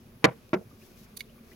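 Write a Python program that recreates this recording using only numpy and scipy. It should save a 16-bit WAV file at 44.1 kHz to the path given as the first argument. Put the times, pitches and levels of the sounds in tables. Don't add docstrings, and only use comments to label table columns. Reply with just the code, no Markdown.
import sys
import numpy as np
from scipy import signal
from scipy.fft import rfft, irfft
from scipy.io import wavfile
from scipy.ndimage import uniform_filter1d

SR = 44100
rng = np.random.default_rng(int(sys.argv[2]) if len(sys.argv) > 2 else 0)


def decibels_to_gain(level_db):
    exponent = np.asarray(level_db, float) / 20
    return 10 ** exponent


def generate_wav(sig):
    pcm = np.round(np.clip(np.atleast_2d(sig).T, -1, 1) * 32767).astype(np.int16)
    wavfile.write(sys.argv[1], SR, pcm)


N = 68355
SIDES = np.array([[1], [-1]])

# f/Hz, side-mid level/dB
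HISS_SIDE = [(30, -8), (150, -19), (380, -8), (1290, 0), (6000, -1), (8300, -14), (11700, -34), (12500, -1)]
# f/Hz, left-right level/dB
HISS_PAN = [(60, 1), (2400, -2), (4400, 3.5), (15000, 3.5)]


def unit(x):
    return x / np.sqrt(np.mean(x ** 2))


def colour(x, table, pan=((1, 0), (2, 0))):
    log_hz = np.log(np.maximum(np.fft.rfftfreq(4096, 1 / SR), 1))

    def read(points):
        hz, db = np.array(points, float).T
        return np.interp(log_hz, np.log(np.maximum(hz, 1)), db)

    gain_db = np.maximum(read(table), -60) + SIDES * read(pan) / 2
    cepstrum = irfft(np.log(decibels_to_gain(gain_db)))
    folded = np.concatenate([cepstrum[:, :1], 2 * cepstrum[:, 1:2048], np.zeros((2, 2048))], axis=1)
    response = irfft(np.exp(rfft(folded)))
    return signal.fftconvolve(x * np.ones((2, 1)), response, axes=1)[:, :N]


def band(x, hz, width):
    return signal.lfilter(*signal.iirpeak(hz, hz / width, fs=SR), x)


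def ring(x, modes, split=0):
    out = 0
    for k, (hz, db, t60, pan_db) in enumerate(modes):
        for side in (1, -1):
            detune = side * (-1) ** k * split / 2 * (hz > 400)
            twin_hz = hz * (1 + detune)
            pole = np.exp(2j * np.pi * twin_hz / SR - np.log(1000) / (t60 * SR))
            mode = signal.lfilter([1], [1, -pole], x).imag
            out = out + (SIDES == side) * decibels_to_gain(db + side * pan_db / 2) * mode
    return out


def walk(rate):
    k = int(SR / rate)
    held = np.repeat(rng.standard_normal(N // k + 1), k)
    return unit(uniform_filter1d(uniform_filter1d(held, k), k)[:N])


def bubble(t, hz, cycles, glide):
    turns = np.maximum(t, 0) * hz
    fade = np.exp(-3 * turns / cycles) * (1 - np.exp(-turns / 0.86))
    return np.sin(2 * np.pi * turns * (1 + glide * turns / cycles / 2)) * fade


def splatter(t, stages, spray, pan):
    drops = rng.standard_normal((2, N)) * decibels_to_gain(3.5 * np.minimum(rng.exponential(size=(2, N)), 3))
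    apart = 1.15
    right = (drops[0] + apart * drops[1]) / np.hypot(1, apart)
    voice = unit(colour(np.array([drops[0], right]), spray, pan))
    out = np.zeros((2, N))
    for start, length, db, fade_db, top_hz in stages:
        at = (t - start) / length
        level = decibels_to_gain(db + fade_db * np.clip(at, 0, 1)) * (at >= 0) * (at < 1)
        gate = uniform_filter1d(level, size=31)
        edge = ((330, top_hz), "band") if top_hz < SR / 4 else (1400, "high")
        out += gate * signal.lfilter(*signal.butter(3, *edge, fs=SR), voice)
    return out


def struck_pot(t, slaps, modes, late_s, ring_end_s, contact):
    def push(s):
        return np.exp(-((t - s) * SR / contact) ** 2)

    first_s, first_db = slaps[0]
    first = ring(push(first_s), modes, split=.035)
    short = [(hz, db, t60 * .04, pan_db) for hz, db, t60, pan_db in modes]
    one_thud = ring(push(.01), short)
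    thuds = ring(sum(decibels_to_gain(db) * push(s) for s, db in slaps[1:]), short) / np.abs(one_thud).max()
    slap_db, ring_db, damp_s = -3, 5.5, .0015
    damped = np.exp(-np.maximum(t - ring_end_s, 0) / damp_s)
    struck = damped * (decibels_to_gain(slap_db) * thuds - decibels_to_gain(ring_db + first_db) * first / np.abs(first).max())
    return np.array([struck[0], np.interp(t - late_s, t, struck[1])])


def lump_sound(x):
    return signal.sosfilt(signal.butter(3, 123, "high", fs=SR, output="sos"), x)


def first_lump(t):
    # t/s, length/s, level/dB, fade/dB, top f/Hz
    stages = [
        (0.223, 0.049, -54, 18.5, 2690),
        (0.2425, 0.014, -7.5, -6, 16000),
        (0.255, 0.028, -22.5, -11.5, 2340),
        (0.286, 0.014, -29, -8.5, 2367),
        (0.309, 0.0294, -43.5, -11.5, 2440),
    ]
    # t/s, level/dB
    slaps = [
        (.2423, -5),
        (.2442, -7),
        (.2470, -8),
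        (.2506, -7),
        (.2567, -9),
    ]
    # f/Hz, level/dB, t60/s, left-right level/dB
    modes = [(170, -4, .15, 1), (317, -3, .15, -3), (470, 2, .2, -4), (620, -4, .15, -8),
             (820, -5, .15, -1), (1020, -5, .15, 1), (1120, -5, .2, 3), (1513, -8, .2, 2),
             (1690, -7, .15, 1), (1960, -2, .12, 4), (2115, -1, .08, -3), (2315, -3, .1, -3),
             (3130, -19, .08, 3), (4050, -11, .04, 6)]
    # f/Hz, level/dB per Hz
    spray = [(60, -20.5), (450, 7.5), (2300, -10.5), (4200, -15), (6300, -20.5), (8200, -33.5),
             (10500, -30), (16000, -46.5)]
    # f/Hz, left-right level/dB
    pan = [(125, 1.5), (500, -3), (1000, 2), (2200, -1.5), (4400, 6), (8500, -4), (13000, 5)]
    struck = struck_pot(t, slaps, modes, late_s=.00013, ring_end_s=.2578, contact=.8)
    return lump_sound(splatter(t, stages, spray, pan) + struck)


def second_lump(t):
    # t/s, length/s, level/dB, fade/dB, top f/Hz
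    stages = [
        (.5325, .0075, -31, 6, 16000),
        (0.540, 0.013, -24, -15, 16000),
        (0.551, 0.026, -30, -13, 1500),
        (0.577, 0.02, -40, -10, 800),
        (.612, 0.02, -42, -10, 700),
    ]
    # t/s, level/dB
    slaps = [
        (.5320, -15.5),
        (0.5362, -19),
        (0.5424, -12),
        (0.5454, -14),
        (.5477, -17),
    ]
    # f/Hz, level/dB, t60/s, left-right level/dB
    modes = [(240, -9, .08, 0), (325, 3, .06, -1), (620, -5, .15, -1), (930, -11, .1, 1),
             (1110, -4, .04, -2), (1350, -12, .1, 1), (1890, -13, .08, 1), (2213, -16, .08, 1),
             (2380, -17, .08, 1), (3700, -24, .04, 2)]
    # f/Hz, level/dB per Hz
    spray = [(60, -29), (380, 3.5), (1100, -9), (2300, -7), (4000, -26.5), (6000, -27.5), (8200, -45),
             (16000, -42.5)]
    # f/Hz, left-right level/dB
    pan = [(125, 0), (500, -1), (2000, 1), (6000, 3)]
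    struck = struck_pot(t, slaps, modes, late_s=.0001, ring_end_s=.551, contact=3.0)
    return lump_sound(splatter(t, stages, spray, pan) + struck)


def gulps(t):
    # t/s, peak level/dB, f/Hz, decay/cycles, glide/1
    trapped = [
        (0.259, -19.5, 190, 7.8, -0.12),
        (0.272, -19, 138.7, 5.35, -0.065),
        (0.5423, -15, 360, 9.9, 0.028),
        (.5584, -20.5, 203, 6.9, -0.12),
        (0.584, -33, 197, 5.4, -0.058),
    ]
    return sum(decibels_to_gain(db) * bubble(t - s, hz, cycles, glide) for s, db, hz, cycles, glide in trapped)


def rim_sizzle(t):
    # t/s, rise/s, t60/s, level/dB, tilt/dB per octave
    sizzles = [
        (1.1685, .002, .02, -47, 0),
        (1.1722, .001, .01, -32, 3),
        (1.1765, .003, .014, -37.5, -2),
        (1.193, .007, .09, -59, 7),
        (1.198, .005, .03, -47, -3),
        (1.2068, .0012, .04, -37, -5),
    ]
    # f/Hz, width/Hz, left level/dB, right level/dB
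    sizzle_bands = [(2250, 990, -30, -2), (3760, 350, -13.5, 2.5), (4460, 570, -3.5, 5.5),
                    (6210, 700, 4, -17.5), (11470, 4140, -4, 9.5), (14040, 1200, 3, -20)]
    spit = unit(rng.standard_normal(N) * decibels_to_gain(2.2 * rng.exponential(size=N)))
    out = 0
    for hz, width, left_db, right_db in sizzle_bands:
        shape = 0
        for s, rise, t60, db, tilt_db in sizzles:
            envelope = np.exp(np.minimum((t - s) / rise, -np.log(1000) * (t - s) / t60))
            shape = shape + decibels_to_gain(db + tilt_db * np.log2(hz / 5000)) * envelope
        side_gain = decibels_to_gain(np.array([[left_db], [right_db]]) - 10.5)
        out = out + shape * side_gain * unit(band(band(spit, hz, width), hz, width))
    return out


def rim_tick(t):
    # f/Hz, level/dB, t60/s, left-right level/dB
    rim_modes = [(2230, 0, .035, -12), (2905, -9, .03, -3), (3500, -2, .012, -1), (3950, -4, .011, -1),
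                 (4420, -2, .014, -1), (10000, -2, .005, -10), (1710, -15, .02, -3)]
    tick_s, hold_s, damp_s = 1.2065, .009, .003
    contact = np.exp(-((t - tick_s) * SR / 0.46) ** 2)
    tick = ring(contact, rim_modes) * np.exp(-np.maximum(t - tick_s - hold_s, 0) / damp_s)
    tick = signal.lfilter(*signal.butter(2, (5000, 8600), "stop", fs=SR), tick)
    return decibels_to_gain(-28) * signal.sosfilt(signal.butter(6, 1800, "high", fs=SR, output="sos"), tick)


def gurgle(t):
    count = 170
    start = rng.uniform(-0.091, N / SR, count)
    hz = 190 * np.exp(.35 * rng.standard_normal(count))
    size = rng.exponential(size=count)
    total = sum(decibels_to_gain(3.0 * e) * bubble(t - s, f, 6.3, 0.15) for s, f, e in zip(start, hz, size))
    return decibels_to_gain(-58) * unit(total)


def pops(t):
    # t/s, peak level/dB, f/Hz, left-right level/dB
    bursts = [(.712, -49, 1170, -2.5), (.815, -53, 2400, 0), (.821, -50, 2650, 1), (.832, -54, 1700, 0),
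              (1.058, -51, 1480, 0), (1.066, -53, 2300, 0), (1.129, -52, 1090, 0), (1.14, -54, 1150, 0),
              (1.172, -49, 1080, 0), (1.238, -54, 3650, 0), (1.296, -52, 2920, 1), (1.357, -52, 1180, -2),
              (1.378, -50, 1130, 1), (1.386, -55, 2350, 0), (1.516, -44, 1950, -.5), (1.522, -51, 2350, 0),
              (1.531, -51, 2900, 0)]
    out = 0
    for s, db, hz, pan_db in bursts:
        rise = np.clip((t - s) / .002, 0, 1)
        tone = bubble(t - s, hz, cycles=hz * .02, glide=.06)
        out = out + decibels_to_gain(-6 + db + SIDES * pan_db / 2) * tone * rise
    return out * (1 + .9 * np.array([walk(900), walk(900)]))


def boil_db(t):
    # t/s, level/dB
    boil = [(0, -12), (.2, -12), (.65, -9), (.76, -6), (.82, 0), (.9, -1), (.95, -3), (.98, 2), (1.05, 1),
            (1.065, -10), (1.15, -14), (1.3, -10), (1.42, -10), (1.49, -1), (1.55, -2)]
    return np.interp(t, *np.array(boil, float).T)


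def fizz(t, grains):
    # f/Hz, level/dB
    fizz_bands = [(500, -0.5), (1200, -16), (2500, -7.5), (4000, -7), (6000, -6), (8500, -16), (11500, -7),
                  (15000, -10)]
    wide = grains[0] + SIDES * colour(grains[1], HISS_SIDE)
    level_db = -60 + boil_db(t) + 1.2 * walk(60)
    return unit(colour(wide, fizz_bands, HISS_PAN)) * decibels_to_gain(level_db)


def hollow_air(t, grains):
    # f/Hz, width/Hz, level/dB
    air_modes = [(1150, 150, -73), (1480, 150, -79), (2450, 300, -72)]
    out = 0
    for hz, width, db in air_modes:
        level_db = db + .4 * boil_db(t) + 2.5 * walk(35)
        out = out + decibels_to_gain(level_db) * unit(band(grains, hz, width))
    return out


def simmer(t):
    grains = rng.standard_normal((2, N)) * decibels_to_gain(2.8 * rng.exponential(size=(2, N)))
    return gurgle(t) + pops(t) + fizz(t, grains) + hollow_air(t, grains)


def kitchen():
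    # f/Hz, level/dB per Hz (the last two points give way to the hiss)
    rumble = [(12, -50), (20, -6.5), (124, -3.5), (190, -12.5), (226, 2), (317, -23.5), (353, -6.5),
              (800, -22.5), (1040, -62), (1760, -120)]
    # f/Hz, level/dB per Hz
    hiss = [(1000, -24), (2400, -28.5), (4000, -32.5), (6000, -34), (8300, -42.5), (11300, -29.5),
            (13200, -38.5), (15500, -32.5)]
    noise = rng.standard_normal((2, N))
    both = noise[0] + SIDES * colour(noise[1], HISS_SIDE)
    whole = rfft(colour(both, list(rumble[:-2]) + list(hiss), HISS_PAN))
    edges = [0, *(150 * 2. ** np.arange(7)), SR]
    f = np.fft.rfftfreq(N, 1 / SR)
    out = 0
    for low, high in zip(edges, edges[1:]):
        out = out + decibels_to_gain(1.1 * walk(15)) * irfft(whole * ((f >= low) & (f < high)), N)
    return decibels_to_gain(-55) * unit(out)


def room(near, t):
    tail = rng.standard_normal((2, N)) * decibels_to_gain(-60 * t / 0.22) * (t > .004)
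    tail = signal.lfilter(*signal.butter(2, 1288, fs=SR), tail)
    tail = tail / np.sqrt(np.sum(tail ** 2) / 2)
    return decibels_to_gain(-32.5) * signal.fftconvolve(near, tail, axes=1)[:, :N]


def scene():
    t = np.arange(N) / SR
    near = first_lump(t) + second_lump(t) + gulps(t) + rim_sizzle(t) + rim_tick(t)
    return near + room(near, t) + simmer(t) + kitchen()


def roll_off(x):
    return signal.sosfilt(signal.butter(12, 16000, fs=SR, output="sos"), x)


def record(dry):
    low_pass = signal.ellip(8, .2, 60, 15900, fs=SR, output="sos")
    mix = signal.sosfilt(low_pass, np.tanh(dry))
    return roll_off(mix)


dry = scene()
out = record(dry)
generate_wav(out)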